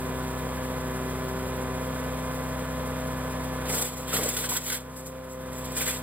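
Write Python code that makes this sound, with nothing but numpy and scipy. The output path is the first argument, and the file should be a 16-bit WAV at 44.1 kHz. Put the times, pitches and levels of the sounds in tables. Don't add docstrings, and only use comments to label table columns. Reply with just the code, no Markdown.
import sys
import numpy as np
from scipy import signal
from scipy.fft import rfft, irfft
from scipy.io import wavfile

SR = 44100
rng = np.random.default_rng(int(sys.argv[2]) if len(sys.argv) > 2 else 0)


def digitize_waveform(pressure):
    field = np.atleast_2d(pressure).T
    bounded = np.clip(field, -1, 1)
    quanta = np.round(bounded * 32767).astype(np.int16)
    wavfile.write(sys.argv[1], SR, quanta)


N = 265482
TIME, HZ = np.arange(N) / SR, np.fft.rfftfreq(N, 1 / SR)
GOVERNED_HZ = 64.03

# t/s, offset from the governed speed/Hz
HUNTING = [(0, 0), (1.1, -.22), (1.35, .1), (2.7, .08), (3.0, 0)]
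# t/s, level/dB
DRONE_LEVEL = [(0.0, -37), (0.03, -35), (3.72, -35), (3.87, -41), (3.95, -40.7), (4.05, -39), (4.13, -39.3),
               (4.17, -37.3), (4.24, -36.5), (4.29, -40.3), (4.5, -40.7), (4.6, -43.8), (5.36, -44),
               (5.43, -41), (5.65, -38.7), (6.02, -40)]
# multiple of shaft speed, level/dB
SHAFT_ORDERS = [(0.5, -62), (1, -40.3), (1.5, -47.7), (2, -43.4), (2.5, -41), (3, -51), (3.5, -58),
                (4, -38.2), (4.5, -57.5), (6.5, -58), (7.5, -57), (8.5, -58.5), (9, -59), (9.5, -53.5),
                (10, -46.6), (11.5, -61), (12, -57), (13, -60), (13.5, -60), (15, -49.8), (16, -45),
                (17, -63), (18, -50), (18.5, -62), (19, -59), (19.5, -60.5), (20, -56), (21, -59),
                (22.5, -59.5), (23, -62), (24, -58.5), (24.5, -58.5), (27, -51.5), (31, -67), (33, -60.5),
                (38, -63.5), (42, -67), (49.5, -68), (51.5, -70), (57, -67)]
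# t/s, level at 6 times shaft speed/dB, level at 8 times/dB
ROTOR_HUM = [(0, -42.5, -44.5), (0.3, -44.5, -43.5), (0.62, -49, -40.5), (0.85, -42.5, -41.5),
             (1.0, -40, -45.5), (1.12, -42.5, -46.5), (1.3, -39, -44), (1.55, -43, -40.5),
             (1.77, -44, -39.5), (1.87, -50.5, -39.5), (2.3, -58, -40.5), (3.0, -55, -41.5),
             (3.6, -51.5, -41.5), (3.95, -56.5, -46.5), (4.2, -48.5, -41.5), (4.65, -58.5, -50.5),
             (4.9, -58.5, -48.5), (5.15, -55.5, -42), (5.4, -55.5, -41), (5.7, -52.5, -43.5),
             (6.02, -56.5, -45.5)]
# f/Hz, level/dB
CLATTER_SPECTRUM = [(20, -53), (40, -15), (65, -8), (160, -4.5), (230, -5), (310, -10), (380, -6.5),
                    (470, -0.5), (600, -6.5), (850, -8.5), (1100, -11.5), (1600, -12.5), (2600, -22),
                    (3300, -19.5), (4600, -28), (9000, -32)]
# f/Hz, width/Hz, peak/dB
PANEL_MODES = [(1000, 110, 4), (1500, 260, 3), (2010, 140, 4.5), (2420, 130, 5.5)]
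# place in the four-stroke cycle/cycles, level/dB
VALVE_TICKS = [(.02, -3), (.3, -5), (.43, -2), (.62, -2), (.67, 1), (.8, 0), (.89, -3)]
# f/Hz, level/dB
AIR_SPECTRUM = [(1500, -10.5), (4500, -3), (7000, -1), (8000, -4.5), (8650, 2.5), (9300, 3), (11500, -0.5),
                (13000, -0.5), (15800, -3)]
# t/s, length/s, spray/dB, cutting/dB, drumming/dB, drag on the shaft/Hz
BITES = [(3.656, 0.033, -39.5, -39, -53, 0), (3.694, 0.13, -28, -38, -39.5, 2),
         (3.851, 0.019, -33, -38.5, -48, .5), (3.885, 0.17, -44, -49, -57, -0.5),
         (4.081, 0.081, -35.5, -37.5, -47, 0), (4.135, 0.031, -28, -34, -36.5, 2.5),
         (4.186, 0.0757, -30.5, -36.5, -36.5, 3), (4.277, 0.071, -33.5, -38, -46, 1.45),
         (4.378, 0.071, -29.5, -35.5, -44.5, 1.45), (4.502, 0.063, -28, -35, -42, 2),
         (4.617, 0.059, -34, -43, -53, 0.5), (4.672, 0.081, -28, -35, -49, 3),
         (5.529, 0.094, -44.5, -52, -69, 0.5), (5.644, 0.16, -41, -46.5, -62, 0),
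         (5.771, 0.059, -29, -34.5, -43.5, 1.2), (5.862, 0.039, -28, -32.5, -50, 0),
         (5.927, 0.042, -35.5, -40, -56.5, 1.5)]
# t/s, level/dB
STRAY_CHIPS = [(3.955, -41), (4.97, -37.5), (5.06, -41), (5.31, -42.5)]
# f/Hz, level/dB
SPRAY_SPECTRUM = [(1200, -41), (3500, -8), (6000, 3), (7000, 3.5), (8000, 3.5), (10500, 5.5), (11500, 3.5),
                  (14000, 3), (15800, -2.5)]
CUTTING_SPECTRUM = [(300, -39), (900, -4.5), (1500, -1.5), (2300, 0.5), (3400, 2), (4600, -3), (8000, -13)]
DRUMMING_SPECTRUM = [(30, -35), (70, -14), (150, -4), (250, -3), (350, -4), (480, -.5), (750, -3.5),
                     (1100, -7), (2200, -22)]
# f/Hz, width/Hz, peak/dB
STEEL_MODES = [(1480, 110, 6.5), (1640, 100, 4), (1950, 120, 3.5), (2110, 100, 4), (2400, 150, 2.5),
               (3180, 45, 9), (3430, 90, 6.5), (3660, 70, 5), (4120, 60, 5.5), (4710, 80, 3),
               (7800, 300, 5), (8600, 200, 2.5)]
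# f/Hz, width/Hz, peak/dB
HOUSING_MODES = [(505, 55, 6), (440, 90, 1.5)]
# t/s, level/dB
KNOCKS = [(3.696, -20), (3.733, -26), (4.19, -31), (4.204, -24), (4.225, -32), (4.258, -20), (4.29, -28)]
# t/s, splinters/dB, crack/dB, ring f/Hz, ring level/dB
SNAPS = [(3.697, -31, -33, 2330, -33), (3.7397, -23, -33, 1385, -31), (3.766, -28, -35, 3450, -37),
         (3.782, -28, -35, 2370, -40), (3.7955, -32, -40, 1306, -30), (3.821, -22, -35, 2100, -40),
         (4.129, -28, -34, 1376, -23), (4.139, -24.5, -26.5, 1454, -28), (4.165, -31, -26, 1745, -31),
         (4.231, -20, -35, 2160, -33), (4.287, -19, -33, 2190, -32), (4.366, -18, -27, 1530, -32),
         (4.386, -29, -30, 3570, -35), (4.438, -30, -29, 1576, -26.5), (4.489, -19, -32, 3150, -38),
         (4.5183, -29, -35, 985, -27), (4.556, -31, -38, 1453, -28), (4.565, -19.5, -30, 3480, -29),
         (4.6982, -26, -29, 1474, -29.5), (4.721, -29, -33, 1510, -31), (4.742, -30, -31, 2020, -33),
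         (5.7654, -24, -39, 1630, -37), (5.8072, -29, -31, 2400, -25), (5.814, -37, -35.5, 1646, -30),
         (5.875, -22, -37, 1560, -29), (5.8825, -34, -31, 2064, -27.5), (5.906, -26, -31, 1580, -37)]
# t/s, level/dB
CLANGS = [(4.37, -38), (4.438, -37), (4.492, -40), (4.529, -33), (4.567, -24), (4.728, -27), (5.772, -42),
          (5.904, -40)]
# f/Hz, lead of the left/rad
PORT_PHASE = [(40, -.2), (150, -.14), (330, -.25), (520, -.78), (1000, -.6), (2000, -.95), (3000, -1.55),
              (4000, -1.7), (5200, -2.4), (6320, -3)]
# f/Hz, left minus right/dB
PORT_BALANCE = [(60, 2.5), (110, 1.5), (200, .4), (380, 1.1), (700, -.7), (1200, -1.8), (2400, -1.4),
                (4400, -.5), (8000, 0)]


def amp(db):
    return 10 ** (np.asarray(db) / 20)


def unit_rms(x):
    return x / np.sqrt(np.mean(x ** 2) + 1e-20)


def over_time(rows):
    times, *columns = np.transpose(rows)
    return [np.interp(TIME, times, column) for column in columns]


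def over_frequency(points):
    hz, value = np.transpose(points)
    return np.interp(np.log(HZ + 1), np.log(hz + 1), value)


def colour(x, spectrum, modes=()):
    peaks_db = sum(peak / (1 + (2 * (HZ - hz) / width) ** 2) for hz, width, peak in modes)
    log_gain = np.log(unit_rms(amp(over_frequency(spectrum) + peaks_db)))
    minimum_phase = -signal.hilbert(np.r_[log_gain, log_gain[-2:0:-1]]).imag[:len(HZ)]
    return irfft(rfft(x) * np.exp(log_gain + 1j * minimum_phase), N)


def wander(rate_hz):
    return unit_rms(irfft(rfft(rng.standard_normal(N)) / (1 + (HZ / rate_hz) ** 4), N))


def throb(cycles, depth):
    return unit_rms(1 + depth * np.exp(-4 * (cycles % 1)))


def grains(per_s, spread_db, share):
    sizes = amp(spread_db * np.minimum(rng.exponential(1, N), 4))
    hits = rng.random(N) < per_s / SR
    impacts = unit_rms(sizes * hits * rng.choice([-1., 1.], (2, N)))
    return np.sqrt(share) * impacts + np.sqrt(1 - share) * rng.standard_normal((2, N))


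def lag(x, seconds):
    keep = np.exp(-1 / (seconds * SR))
    return signal.lfilter([1 - keep], [1, -keep], x)


def shaft_speed(drag, inertia_s=.1896, governor_s=.14, governor_share=.9, waver_hz=.04):
    sag = lag(drag, inertia_s)
    throttle = governor_share * lag(lag(sag, governor_s), governor_s)
    return GOVERNED_HZ - sag + throttle + over_time(HUNTING)[0] + waver_hz * wander(2.38)


def shaft_tones(turns, drone, jitter_turns=.0009, whine_order=21):
    turns = turns + jitter_turns * wander(43)
    tones = np.zeros(N)
    for order, db in SHAFT_ORDERS:
        scatter = .02 * order ** 2 * rng.standard_normal()
        phase = np.pi * (1 + order % 1) + scatter
        shake = amp((.2 + .06 * order) * wander(13.4))
        level = drone ** 1.5 if order > whine_order else drone
        tones += np.sqrt(2) * amp(db) * level * shake * np.cos(2 * np.pi * order * turns + phase)
    return tones


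def rotor_hum(turns, waver_db=1.0):
    low_db, high_db = over_time(ROTOR_HUM)
    hum = np.zeros(N)
    for order, db in ((6, low_db + .6), (8, high_db - .3)):
        waver = unit_rms(amp(waver_db * wander(25)))
        hum -= np.sqrt(2) * amp(db) * waver * np.cos(2 * np.pi * order * turns)
    return hum


def panel_clatter(turns, level_db=-38):
    rattle = grains(per_s=2200, spread_db=2, share=.4) * throb(2 * turns, depth=.5)
    return amp(level_db) * unit_rms(colour(rattle, CLATTER_SPECTRUM, PANEL_MODES))


def valve_ticks(turns, level_db=-51, tick_s=.0019, alike=.89, lowest_hz=1900):
    cycle, cycle_s = turns / 2, 2 / GOVERNED_HZ
    strikes = sum(amp(db) * np.exp(-((cycle - place) % 1) * cycle_s / tick_s)
                  for place, db in VALVE_TICKS)
    places = np.arange(1024) / 1024
    patterns = rng.standard_normal((2, len(places)))
    repeated = unit_rms(np.array([np.interp(cycle, places, pattern, period=1) for pattern in patterns]))
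    ticks = strikes * (np.sqrt(alike) * repeated + np.sqrt(1 - alike) * rng.standard_normal((2, N)))
    ticks = signal.sosfilt(signal.butter(3, lowest_hz, "high", fs=SR, output="sos"), ticks)
    return amp(level_db) * unit_rms(colour(ticks, CLATTER_SPECTRUM, PANEL_MODES))


def air_hiss(turns, level_db=-45.5, flutter_db=1.36):
    hiss = grains(per_s=4000, spread_db=.56, share=.15) * throb(turns / 2, depth=.31)
    flutter = amp(flutter_db * wander(30))
    return amp(level_db) * colour(hiss * flutter, AIR_SPECTRUM)


def bite(start, length, catch_db_per_s=793, empty_db_per_s=337.5):
    catching = catch_db_per_s * np.maximum(start - TIME, 0)
    emptying = empty_db_per_s * np.maximum(TIME - start - length, 0)
    return amp(-np.minimum(catching + emptying, 120))


def wood_feed():
    rows = np.array(BITES)
    shapes = np.array([bite(start, length) for start, length in rows[:, :2]])
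    gains, drags = amp(rows[:, 2:5].T), rows[:, 5]
    spray, cutting, drumming = np.sqrt(gains ** 2 @ shapes ** 2)
    strays = sum(amp(db) * bite(start, length=.015) for start, db in STRAY_CHIPS)
    return np.hypot(spray, strays), cutting, drumming, drags @ shapes


def chute_echoes(x, ring_s, wet_db=0, spots=9, landing_s=.026):
    t = TIME[:SR // 20]
    tails = rng.standard_normal((spots, 2, len(t))) * np.exp(-t / ring_s)
    tails /= np.linalg.norm(tails, axis=2, keepdims=True)
    spot = rng.integers(0, spots, N)[(TIME / landing_s).astype(int)]
    wet = sum(signal.oaconvolve(x * (spot == k), tail, axes=1)[:, :N] for k, tail in enumerate(tails))
    return (x + amp(wet_db) * wet) / np.hypot(1, amp(wet_db))


def shredding(turns, spray, cutting, drumming, clump_db=2, crunch_db=.5):
    clumps = wander(37)
    chips = grains(per_s=3500, spread_db=2.5, share=.31) * spray * unit_rms(amp(clump_db * clumps))
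    chips = chute_echoes(chips * throb(turns, depth=.18), ring_s=.0042, wet_db=-1)
    cuts = grains(per_s=1100, spread_db=2.4, share=.55) * cutting * unit_rms(amp(crunch_db * clumps))
    cuts = chute_echoes(cuts * throb(turns, depth=.11), ring_s=.017)
    thuds = grains(per_s=350, spread_db=.62, share=.65) * drumming * throb(turns, depth=.36)
    return (amp(-2) * colour(chips, SPRAY_SPECTRUM, STEEL_MODES)
            + amp(-2) * colour(cuts, CUTTING_SPECTRUM, STEEL_MODES)
            + amp(2.5) * colour(thuds, DRUMMING_SPECTRUM, HOUSING_MODES))


def wood_blows(blows, modes, rise_s):
    t = TIME[:SR // 8]
    hz, width, db = np.transpose(modes)[:, :, None]
    decays = amp(db) / np.linalg.norm(amp(db)) * np.exp(-np.pi * width * t)
    attack = 1 - np.exp(-t / rise_s)
    out = np.zeros(N + len(t))
    for start, blow_db in blows:
        rings = decays * np.sin(2 * np.pi * (hz * t + rng.random(hz.shape)))
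        out[round(start * SR):][:len(t)] += amp(blow_db) * attack * rings.sum(0)
    return out[:N]


def twig_snaps(crack_s=.008, flight_s=.002, splinter_s=.009, stub_s=.014, twig_q=13):
    t = TIME[:SR // 8]
    attack = 1 - np.exp(-t / .0004)
    splinter_shape = (1 - np.exp(-t / flight_s)) * np.exp(-t / splinter_s)
    splinters, cracks, stubs = np.zeros((3, 2, N + len(t)))
    for start, splinter_db, crack_db, ring_hz, ring_db in SNAPS:
        span = slice(round(start * SR), round(start * SR) + len(t))
        phase_walk = np.cumsum(rng.standard_normal((2, len(t))), 1)
        slip = np.sqrt(2 * np.pi * ring_hz / twig_q / SR) * phase_walk
        ring = unit_rms(np.sin(2 * np.pi * ring_hz * t + slip))
        splinters[:, span] += amp(splinter_db) * splinter_shape
        cracks[:, span] += amp(crack_db) * attack * np.exp(-t / crack_s)
        stubs[:, span] += amp(ring_db) * attack * np.exp(-t / stub_s) * ring / 2
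    burst = chute_echoes(splinters[:, :N] * grains(per_s=9000, spread_db=1.7, share=.5), ring_s=.004)
    crunch = chute_echoes(cracks[:, :N] * grains(per_s=3000, spread_db=1.3, share=.5), ring_s=.004)
    return (amp(-.8) * colour(burst, SPRAY_SPECTRUM, STEEL_MODES)
            + amp(-1.5) * colour(crunch, CUTTING_SPECTRUM, STEEL_MODES) + stubs[:, :N])


def port_phase(agree_hz=8020, cycle_hz=3400, linger=.45):
    turn = 2 * np.pi * (HZ - agree_hz) / cycle_hz
    return np.where(turn < -np.pi, over_frequency(PORT_PHASE), turn - linger * np.sin(2 * turn))


def microphone(direct, diffuse, likeness):
    half_phase = port_phase() / 2
    mid = np.cos(half_phase) * rfft(direct)
    side = 1j * np.sin(half_phase) * rfft(likeness * direct + np.sqrt(1 - likeness ** 2) * diffuse)
    lean = amp(over_frequency(PORT_BALANCE) / 2)
    return irfft(np.array([(mid + side) * lean, (mid - side) / lean]), N)


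def scene():
    spray, cutting, drumming, drag = wood_feed()
    turns = np.cumsum(shaft_speed(drag)) / SR
    drone_db = over_time(DRONE_LEVEL)[0]
    drone = amp(drone_db - np.median(drone_db[:N // 2]))
    tones = shaft_tones(turns, drone) + rotor_hum(turns)
    running = drone * (panel_clatter(turns) + valve_ticks(turns) + air_hiss(turns))
    chipping = shredding(turns, spray, cutting, drumming) + twig_snaps()
    clangs = wood_blows(CLANGS, STEEL_MODES, rise_s=.00085)
    knocks = wood_blows(KNOCKS, HOUSING_MODES, rise_s=.0021)
    direct = microphone(tones + knocks + clangs, diffuse=0, likeness=.81)
    scattered = microphone(*(running + chipping), likeness=.58)
    return direct + scattered


def record(dry, edge_hz=15850):
    lowpass = signal.firwin(711, edge_hz, window=("kaiser", 9), fs=SR)
    return signal.oaconvolve(dry, lowpass[None], "same")


dry = scene()
out = record(dry)
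digitize_waveform(out)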